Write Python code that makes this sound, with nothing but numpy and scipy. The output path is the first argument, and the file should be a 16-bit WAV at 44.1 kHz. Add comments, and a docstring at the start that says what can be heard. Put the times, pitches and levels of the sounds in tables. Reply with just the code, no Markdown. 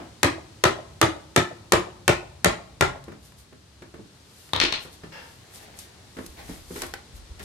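"""In a hard-walled shed, a cattle skull lies on concrete before a sheet-metal wall. A wooden mallet
strikes its horn eight times; each impact excites damped modes and drives the skull against the floor.
The skull rocks, the mallet drops and clatters, then the skull is lifted and swung round on the tip of
its other horn. Friction gives the noise of a drain grate, scrapes and work clothes, and grit snaps.
Reflections and reverberation answer each contact, over faint hiss and distant rumble."""
import sys
import numpy as np
from scipy import signal
from scipy.fft import rfft, irfft, next_fast_len
from scipy.io import wavfile
from scipy.ndimage import uniform_filter1d

SR = 44100
rng = np.random.default_rng(int(sys.argv[2]) if len(sys.argv) > 2 else 0)


def int16_out(signal):
    """Quantize to a 16-bit WAV file."""
    q = np.round(np.clip(np.atleast_2d(signal).T, -1, 1) * 32767)
    wavfile.write(sys.argv[1], SR, q.astype(np.int16))


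N = 328104
TIME, HZ = np.arange(N) / SR, np.fft.rfftfreq(N, 1 / SR)
HIT = 16384  # samples in one impact
HIT_TIME, HIT_HZ = TIME[:HIT], np.fft.rfftfreq(HIT, 1 / SR)


# Each row: start in seconds, relative levels in dB of the blow, its thud, skull knock and treble crack,
# resonance of the struck spot in Hz, its lift in dB.
BLOWS = [(.2310, -1, -1.5, -8, -1.5, 1370, -1.5), (0.6383, 1, -6, -8.5, -3.5, 1180, -1),
         (1.014, -1.5, 0.5, -5.5, -0.5, 1310, 0), (1.3617, 0.5, -3.5, -6.5, -3, 1140, -2),
         (1.721, -1.5, -2, -3, 1, 1830, 0), (2.079, -3, .5, 0.5, 1, 2380, 4.5),
         (2.445, -4.5, .5, 0, 4.5, 2060, 5), (2.8094, -2.5, -1.5, -4.5, -3, 2160, 3)]
# Each row: frequency in Hz, relative level in dB, 60 dB decay time (T60) in seconds.
HORN_MODES = [(158, 1, 0.041), (204, 1, 0.024), (273, -1.5, 0.097), (339, -2, 0.11), (370.4, -3, 0.12),
              (430, -6.5, 0.081), (563, -6, 0.12), (638, -8, 0.041), (910, -29, 0.067), (1140, -2.5, 0.038),
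              (1356, 3.5, 0.042), (1660, -9.5, 0.045), (1680, -5.5, 0.013), (2070, -17, 0.015),
              (2490, -35, 0.022), (2634, 9.5, 0.014)]
# Wood on horn. Each row, as in every SPECTRUM table: frequency in Hz, relative spectral density in dB.
CRACK_SPECTRUM = [(50, -20.5), (200, -10.5), (400, 0), (700, 2.5), (1700, 1.5), (2200, -1), (3000, -3.5),
                  (5200, -8.5), (7000, -4.5), (9000, -11), (12000, -14), (14000, -24), (16000, -61)]
# Each row: frequency in Hz, T60 in seconds.
CRACK_T60 = [(300, 0.028), (1500, 0.032), (4000, 0.027), (8000, 0.014)]

def horn_blows():
    """Impact excitation: a crack and the horn's modes. Returns direct sound and sound for the walls."""
    direct, spread, skull = np.zeros((3, 2, N))
    crack_db = curve(CRACK_SPECTRUM, HIT_HZ)
    common = decaying_noise(CRACK_T60, HIT)  # the part of the crack that all blows share
    contact = 1 - np.exp(-HIT_TIME / 0.00025)  # the mallet's face gives a little
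    smooth_crack = unit(filtered(signal.unit_impulse(HIT), crack_db))  # ripple averaged over directions
    bass_db = -10 * np.log10(1 + (58 / (HIT_HZ + 5)) ** 6)  # a small body radiates little deep bass
    for start, db, thud_db, knock_db, treble_db, spot_hz, lift_db in BLOWS:
        modes = common + 1.92 * decaying_noise(CRACK_T60, HIT)
        crack = unit(coloured(modes * contact, crack_db, smooth_hz=645))
        horn = amp(7) * ring(HORN_MODES, scatter=0.35)
        shelf_db = treble_db * HIT_HZ ** 2 / (HIT_HZ ** 2 + 3500 ** 2)
        spot_db = lift_db / (1 + ((HIT_HZ - spot_hz) / 330) ** 2)
        tone_db = db + bass_db + shelf_db + spot_db
        add(direct, start, filtered(amp(14) * crack + horn, tone_db))
        add(spread, start, filtered(amp(10.5) * smooth_crack + amp(8.5) * crack + horn, tone_db))
        add(skull, start, skull_on_floor(db + knock_db, db + thud_db, bass_db))
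        add(direct, start, wall_slaps(db))
    return direct + skull, spread + amp(-12.5) * skull


# The hollow knock. Each row: frequency in Hz, density in dB.
SKULL_SPECTRUM = [(60, -32), (130, -4), (170, 3), (230, -11), (280, -10), (340, -0.5), (440, 0.5),
                  (490, -10.5), (570, 3.5), (800, -17), (2000, -36), (8000, -62)]
# Each row: frequency in Hz, relative level in dB, T60 in seconds.
THUD_MODES = [(82, -1.5, 0.11), (117, 4.7, 0.071)]

def skull_on_floor(knock_db, thud_db, bass_db):
    """Momentum transfer: just after a blow the skull meets the floor with a hollow knock and a thud."""
    out = np.zeros((2, N))
    knock_lag_s, thud_lag_s = 0.01072, 0.01327
    knock = coloured(decaying_noise([(300, 0.052)], HIT), curve(SKULL_SPECTRUM, HIT_HZ), smooth_hz=80)
    thud = filtered(ring(THUD_MODES), bass_db)
    add(out, knock_lag_s, amp(knock_db + 16.5) * unit(knock))
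    add(out, thud_lag_s, -amp(thud_db + 8) * unit(thud))
    return out


# Each row: start in seconds, relative levels in dB of head, handle and hollow bounce.
DROPS = [(4.534, 5, -10.5, -35), (4.562, 0, -14, -40), (4.6009, -26, 2.5, -31), (4.6135, -24, -6, -22),
         (4.637, -26, -3, -12.5), (4.7246, -3, -6, -40)]
# The mallet's two parts. Each row: frequency in Hz, density in dB.
HEAD_SPECTRUM = [(40, -23), (100, 7.5), (200, -5), (400, -0.5), (750, -0.5), (1100, 4.5), (1900, -15),
                 (2900, -11), (3700, 4.5), (4800, -14), (10000, -20.5), (15000, -35)]
HANDLE_SPECTRUM = [(100, -18), (600, -4.5), (1200, -4), (2500, 4.5), (4200, -0.5), (5700, -3), (7500, -12),
                   (10000, -18.5), (15000, -49)]
# Each row: frequency in Hz, relative level in dB, T60 in seconds.
HANDLE_MODES = [(1870, 0, 0.34), (2213, -23, 0.28), (2700, -23, 0.25), (2730, -10, 0.27), (3160, 0, 0.45),
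                (4000, -14, 0.13), (4180, 29.5, 0.012), (5230, -1, 0.038)]

def dropped_mallet():
    """Rebound: the head lands and bounces, then the handle slaps the concrete and vibrates freely."""
    head, handle = np.zeros((2, 2, N))
    for start, head_db, handle_db, bounce_db in DROPS:
        add(head, start, amp(head_db + 1) * burst(curve(HEAD_SPECTRUM, HIT_HZ), t60=0.018))
        add(head, start, amp(bounce_db + 11.5) * ring([(343, 0, 0.032)]))
        slap = burst(curve(HANDLE_SPECTRUM, HIT_HZ), t60=0.018)
        add(handle, start, amp(handle_db + 5) * (slap + amp(-6.5) * ring(HANDLE_MODES, scatter=0.2)))
    leftward = amp([[0.34], [-0.34]])
    return head * leftward, handle * leftward


# Each row: start in seconds, relative level in dB, hollow pitch in Hz, brightness in dB.
BUMPS = [(3.080, -2.5, 347, -6.5), (3.118, -7, 302, 5), (3.525, -12, 404, -7), (3.82, -7, 345, 8),
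         (3.94, -5, 350, -5), (3.992, -4.5, 291, -40), (4.852, -6.5, 515, 2), (5.035, -2, 160, -9),
         (6.167, -3.5, 262, 8), (6.185, 2, 347, -1), (6.491, 0.5, 280, -25), (6.706, -1, 380, -16),
         (6.758, 0, 398, 17), (6.828, -2, 361, 13), (7.404, -9.5, 201, 2)]
# Each row: frequency in Hz, density in dB.
BUMP_SPECTRUM = [(40, -30.5), (100, -7.5), (180, -3.5), (450, -5.5), (750, -14.5), (1800, -16),
                 (3500, -29.5), (12000, -40.5), (16000, -63)]

def bumps():
    """Compliant contact: rocking skull and boots build force slowly, giving a dull push and one mode."""
    out = np.zeros((2, N))
    envelope = (1 - np.exp(-HIT_TIME / 0.0027)) * amp(-60 * HIT_TIME / 0.057)
    for start, db, hollow_hz, bright_db in BUMPS:
        tone_db = curve(BUMP_SPECTRUM, HIT_HZ) + bright_db * HIT_HZ / (HIT_HZ + 900)
        push = unit(coloured(noise(HIT) * envelope, tone_db, smooth_hz=152))
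        hollow = ring([(hollow_hz, 0, 24 / hollow_hz)])
        add(out, start, amp(db - 9) * (push + amp(-2.5) * hollow))
    return out


# Each row: start in seconds, relative level in dB, pitch in Hz.
SNAPS = [(3.04, -19, 4300), (3.321, -21, 1070), (3.529, -26, 1530), (4.491, -18, 1770), (5.789, -7.5, 7800),
         (6.263, -9, 8100), (6.819, 2, 5600), (6.865, -12, 9000), (6.938, -6, 3800), (7.395, -14, 2580)]

def grit_snaps():
    """Hard contact: grit cracks on concrete with a broad spectral peak and a brief ring."""
    out = np.zeros((2, N))
    lowpass_db = -10 * np.log10(1 + (HIT_HZ / 12500) ** 24)
    for start, db, pitch_hz in SNAPS:
        peak_db = -13 * np.log10(1 + np.log2((HIT_HZ + 20) / pitch_hz) ** 2)
        ping = ring([(pitch_hz, 0, 45 / pitch_hz)])  # dies in 45 cycles
        add(out, start, amp(db - 7) * (burst(peak_db + lowpass_db, t60=0.028) + amp(-16.5) * ping))
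    return out


# Each row: start in seconds, relative level in dB.
TAPS = [(6.821, -9), (6.835, -8), (6.938, -6.5)]
# Each row: frequency in Hz, relative level in dB, T60 in seconds.
TIP_MODES = [(580, -8, .1), (760, -7, .05), (1070, 0, 0.037), (1510, 8, 0.058), (2050, -13, .1)]

def tip_taps():
    """Free vibration: the lower horn's tip scuffs the floor and sounds its hollow note."""
    out = np.zeros((2, N))
    for start, db in TAPS:
        note = ring(TIP_MODES, scatter=0.14)
        scuff = burst(curve(SCRAPE_SPECTRUM, HIT_HZ), t60=0.032)
        add(out, start, amp(db) * (amp(-5) * note + amp(-0.5) * scuff))
    return out


# Each row: peak time in seconds, relative level in dB, length in seconds.
SCRAPES = [(5.66, -60.5, 1), (6.395, -48, 0.078), (6.51, -54.5, 0.19), (6.82, -46, 0.11),
           (7.405, -49, 0.056)]
# Each row: frequency in Hz, density in dB.
SCRAPE_SPECTRUM = [(100, 4), (500, 10), (800, 12), (1200, 0), (1900, 9.5), (2800, 2), (5000, -2.5),
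                   (7000, -8), (14000, -16)]

def scrapes():
    """Sliding friction: horn tip and soles drag over concrete and give grainy noise."""
    gain = strokes(SCRAPES, rise=0.45, shape=1.4)
    return amp(6.5) * stream(curve(SCRAPE_SPECTRUM, HZ), gain, grit=0.4)


# Each row: peak time in seconds, relative level in dB, length in seconds.
GRATE_DRAGS = [(5.035, -43.5, 0.035), (5.124, -38, 0.22)]
# Each row: frequency in Hz, bandwidth in Hz, relative level in dB.
GRATE_MODES = [(540, 170, 1), (910, 57, 5), (1020, 70, -17), (1330, 74, -1), (1690, 120, 4.5),
               (1770, 55, 5), (2170, 190, -4), (2730, 79, 5), (3280, 370, -7.5), (4220, 450, -15),
               (5100, 600, -6)]

def drain_grate():
    """Forced resonance: the skull catches on the steel grate and drags off it, driving its modes."""
    power = sum(amp(db) ** 2 / (1 + (2 * (HZ - hz) / width) ** 2) for hz, width, db in GRATE_MODES)
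    gain = strokes(GRATE_DRAGS, rise=0.025, shape=1.77)
    return amp(-5) * stream(10 * np.log10(power), gain, grit=0.23)


# Moves of arms and legs. Each row: peak time in seconds, relative level in dB, length in seconds.
RUSTLES = [(3.26, -55.5, 0.12), (3.395, -54, 0.084), (4.41, -56.5, 0.3), (4.83, -50, 0.094),
           (4.935, -52.5, 0.063), (5.28, -61, 0.32), (5.555, -45.5, 0.097), (5.63, -53, .07),
           (5.803, -46, 0.12), (6.25, -56, 0.41), (6.51, -49.5, 0.3), (6.78, -42.5, 0.29),
           (7.165, -52, 0.064), (7.435, -45, 0.051)]
# The soft stir between moves. Each row: time in seconds, relative level in dB.
STIR_LEVELS = [(3.8, -75.5), (4.4, -66), (7.44, -71)]
# Each row: frequency in Hz, density in dB.
CLOTH_SPECTRUM = [(300, -5), (2000, -6), (4500, 0), (6500, -0.5), (9000, 0.5), (12500, -4), (14000, -8),
                  (16000, -51)]

def clothes():
    """Friction of cloth: bright noise swells with each move of the worker."""
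    gain = strokes(RUSTLES, rise=0.43, shape=1.55) + level(STIR_LEVELS)
    return amp(-0.5) * stream(curve(CLOTH_SPECTRUM, HZ), gain, grit=0.31)


# Each row: delay in seconds, relative level in dB, centre in Hz, half-width in Hz, T60 in seconds.
WALL_SLAPS = [(0.054, -4.5, 1770, 350, 0.034), (.148, -10, 600, 167, .1)]

def wall_slaps(blow_db):
    """Selective reflection: each wall returns a blow in one band, the ribbed bright, the far dull."""
    out = np.zeros((2, N))
    for delay, db, centre, width, t60 in WALL_SLAPS:
        band_db = -20 * np.log10(1 + ((HIT_HZ - centre) / width) ** 2)
        add(out, delay, amp(blow_db + db) * burst(band_db, t60))
    return out


# Each row: delay in seconds, left gain, right gain.
REFLECTIONS = [(.0022, 0.19, 0.18), (.0048, 0.32, .1), (0.0113, .2, .15), (0.0158, 0.28, 0.59),
               (0.0164, .3, .15), (0.0336, 0.16, 0.057)]
# Each row: frequency in Hz, T60 in seconds.
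SHED_T60 = [(80, 0.96), (250, .5), (600, 0.95), (1500, 0.53), (4000, 0.57), (8000, 0.5), (14000, 0.3)]
# Each row: frequency in Hz, density in dB.
TAIL_SPECTRUM = [(50, 12), (120, 3), (250, 6), (500, 5.5), (1500, 5), (4000, 2.5), (7000, -3.5),
                 (10000, -2.5), (13000, -13.5)]

def shed(x):
    """Reverberation: early reflections, then a diffuse tail that shifts as the worker moves about."""
    size, tails, cycle_s = 32768, 6, 2.2
    t = TIME[:size]
    onset = np.clip((t - 0.009) / 0.003, 0, 1)
    swell = onset * (1 + 9.3 * np.exp(-t / 0.049))  # the near wall answers first and strongest
    dull_pulse = signal.lfilter([0.5], [1, -0.5], signal.unit_impulse(32))
    early = np.zeros((2, size))
    for delay, left, right in REFLECTIONS:
        add(early, delay, np.outer([left, right], dull_pulse))
    out = signal.oaconvolve(x, early, axes=1)[:, :N]
    tail_db = curve(TAIL_SPECTRUM, bins(size))
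    for offset in np.arange(tails) / tails:
        tail = coloured(decaying_noise(SHED_T60, size) * swell, tail_db, smooth_hz=60)
        phase = (TIME / cycle_s + offset) % 1
        crossfade = np.sqrt(np.clip(1 - tails * abs(phase - 0.5), 0, 1))
        out += signal.oaconvolve(x * crossfade, tail, axes=1)[:, :N]
    return out


# Each row: frequency in Hz, density in dB.
OPENING_SPECTRUM = [(100, -18), (330, 1.5), (450, -10.5), (680, -4), (1000, -11), (3000, -24), (10000, -49)]

def opening_ring():
    """Reverberant decay: as the scene opens, the shed still rings from an earlier blow."""
    out = np.zeros((2, N))
    tail = coloured(decaying_noise([(300, 0.43)], HIT), curve(OPENING_SPECTRUM, HIT_HZ), smooth_hz=150)
    add(out, 0, amp(-6) * unit(tail))
    return out


# Each row: peak time in seconds, level in dB, length in seconds.
PUFFS = [(6.31, -49, 0.089), (6.54, -49.5, 0.38), (6.85, -51, 0.63), (7.2, -45, 0.21), (7.32, -37, 0.044),
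         (7.42, -46, 0.2)]
# Each row: frequency in Hz, density in dB.
PUFF_SPECTRUM = [(20, -15), (45, 1.5), (75, 2), (130, -20), (300, -40), (1000, -77)]

def air_puffs():
    """Air displacement: the swung skull sends low puffs of pressure to the microphones."""
    return stream(curve(PUFF_SPECTRUM, HZ), strokes(PUFFS, rise=0.61, shape=2.5))


# Each row: frequency in Hz, density in dB.
HISS_SPECTRUM = [(40, -40), (150, -2.5), (350, -1), (700, -6), (1400, -8), (2500, -10.5), (4200, -9),
                 (9000, -15.5), (13000, -30.5), (14400, -50), (16000, -74.5)]
RUMBLE_SPECTRUM = [(20, -51), (40, -22), (65, -2), (100, -2.5), (160, -9.5), (250, -17), (500, -26.5),
                   (2000, -56)]
# Each row: time in seconds, level in dB.
HISS_LEVELS = [(0, -53), (3.6, -57.5), (4.4, -54.5), (7.45, -52.5)]
RUMBLE_LEVELS = [(0, -51.5), (2.9, -50.5), (3.7, -55.5), (4.4, -56), (5.4, -54.5), (7.45, -54.5)]

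def background():
    """Ambient noise: the hiss of the air and a distant rumble drift slowly in level."""
    hiss = stream(curve(HISS_SPECTRUM, HZ), level(HISS_LEVELS))
    rumble = stream(curve(RUMBLE_SPECTRUM, HZ), level(RUMBLE_LEVELS))
    return hiss + rumble


# Each row: frequency in Hz, left-right correlation.
COHERENCE = [(30, .1), (70, 0.94), (150, 0.95), (300, 0.8), (600, 0.23), (4000, 0.061), (9000, 0.076),
             (12000, 0.93)]

def noise(size):
    """Partial coherence: white noise at two microphones, alike in the bass, unlike in the middle."""
    full = 2 * next_fast_len(size // 2 + 1)
    left, other = rfft(rng.standard_normal((2, full)))
    alike = curve(COHERENCE, bins(full))
    right = alike * left + np.sqrt(1 - alike ** 2) * other
    return irfft(np.array([left, right]))[:, :size]

def decaying_noise(t60_rows, size):
    """Modal overlap: dense modes merge into noise whose bands decay by rows of (Hz, T60 in seconds)."""
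    hz, t, bands = signal.stft(noise(size), SR, nperseg=128)
    decay = amp(-60 * t / curve(t60_rows, hz)[:, None])
    return signal.istft(bands * decay, SR, nperseg=128)[1][:, :size]

def burst(db, t60):
    """Exponential decay: a noise knock of unit energy with spectrum db."""
    return unit(coloured(noise(HIT) * amp(-60 * HIT_TIME / t60), db, smooth_hz=214))

def ring(modes, scatter=0):
    """Superposition of damped sines (Hz, dB, T60 in seconds); scatter varies their level and pitch."""
    out = np.zeros(HIT)
    for k, (hz, db, t60) in enumerate(modes):
        strength, detune = rng.standard_normal(2) * scatter
        envelope = amp(db + 20 * strength - 60 * HIT_TIME / t60)
        out += (-1) ** k * envelope * np.sin(2 * np.pi * hz * (1 + detune / 10) * HIT_TIME)
    return unit(out)

def stream(db, gain, grit=0):
    """Amplitude modulation: noise of spectrum db follows a gain; grit (0-1) is the share of grains."""
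    grains_per_s = 500
    carrier = noise(N)
    pulses = np.minimum(rng.exponential(1, N), 2) ** 2 * (rng.random(N) < grains_per_s / SR)
    grains = carrier * uniform_filter1d(pulses, 20)
    blend = (1 - grit) * unit(noise(N)) + grit * unit(grains)
    return unit(irfft(rfft(blend) * amp(db), N)) * np.sqrt(N) * gain

def strokes(rows, rise, shape):
    """Envelopes: each move swells from -20 dB for the share rise of its length, then fades back."""
    gain = np.zeros(N)
    for peak_s, db, length in rows:
        offset = (TIME - peak_s) / length
        distance = np.maximum(-offset / rise, offset / (1 - rise))
        gain += amp(db - 20 * np.minimum(distance, 10) ** shape)  # shape 1 is sharp, 2 is round
    return gain

def coloured(x, db, smooth_hz):
    """Spectral whitening, then filtering: x takes the broad spectrum db and keeps its fine ripple."""
    power = np.mean(abs(rfft(x)) ** 2, 0)
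    broad_power = uniform_filter1d(power, max(int(smooth_hz * x.shape[-1] / SR), 1))
    return filtered(x, db - 10 * np.log10(broad_power + 1e-12))

def filtered(x, db):
    """Minimum phase: a causal filter with gain db at each frequency."""
    size, log_gain = x.shape[-1], np.log(amp(db))
    causal_cepstrum = irfft(log_gain) * 2 * (np.arange(size) < size // 2)
    phase = rfft(causal_cepstrum).imag
    return irfft(rfft(x) * np.exp(log_gain + 1j * phase))

def level(rows):
    """Interpolation in decibels: a gain over time."""
    return amp(np.interp(TIME, *np.transpose(rows)))

def curve(rows, hz):
    """Interpolation over log frequency."""
    freqs, values = np.transpose(rows)
    return np.interp(np.log(hz + 1), np.log(freqs), values)

def bins(size):
    """Fourier frequencies in Hz for this many samples."""
    return np.fft.rfftfreq(size, 1 / SR)

def amp(db):
    """Amplitude ratio from decibels."""
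    return 10 ** (np.asarray(db) / 20)

def unit(x):
    """Normalisation to a mean energy of 1 per channel."""
    return x / np.sqrt(np.mean(np.sum(x ** 2, -1)) + 1e-20)

def add(mix, start, sound):
    """Superposition: a sound joins the mix at start seconds."""
    part = mix[:, round(start * SR):][:, :sound.shape[-1]]
    part += sound[..., :part.shape[1]]


def scene():
    """Direct and reverberant fields add; each source feeds the shed with its own strength."""
    blows, spread = horn_blows()
    head, handle = dropped_mallet()
    thumps = bumps()
    clicks = grit_snaps() + tip_taps()
    friction = drain_grate() + scrapes() + clothes()
    direct = blows + head + handle + thumps + clicks + friction
    to_walls = (amp(-1.63) * spread + amp(-7) * (head + thumps) + amp(1) * handle
                + amp(-10) * clicks + amp(-6.5) * friction)
    return direct + shed(to_walls) + opening_ring() + air_puffs() + background()


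# Each row: frequency in Hz, level of the left microphone over the right in dB.
BALANCE = [(60, -0.5), (250, 1), (500, 0), (1000, 2.5), (2000, -0.5), (4000, 7), (8000, 0), (12000, -2)]

def record(dry):
    """Transduction: the microphones differ in colour, peaks saturate softly and the band is limited."""
    balance_db = np.outer([0.5, -0.5], curve(BALANCE, HZ))
    heard = irfft(rfft(dry) * amp(balance_db), N)
    rounded = heard / (1 + heard ** 4) ** (1 / 4)
    lowpass = signal.firwin(255, cutoff=16300, window=("kaiser", 9), fs=SR)
    return signal.oaconvolve(rounded, lowpass[None], "same")


dry = scene()
out = record(dry)
int16_out(out)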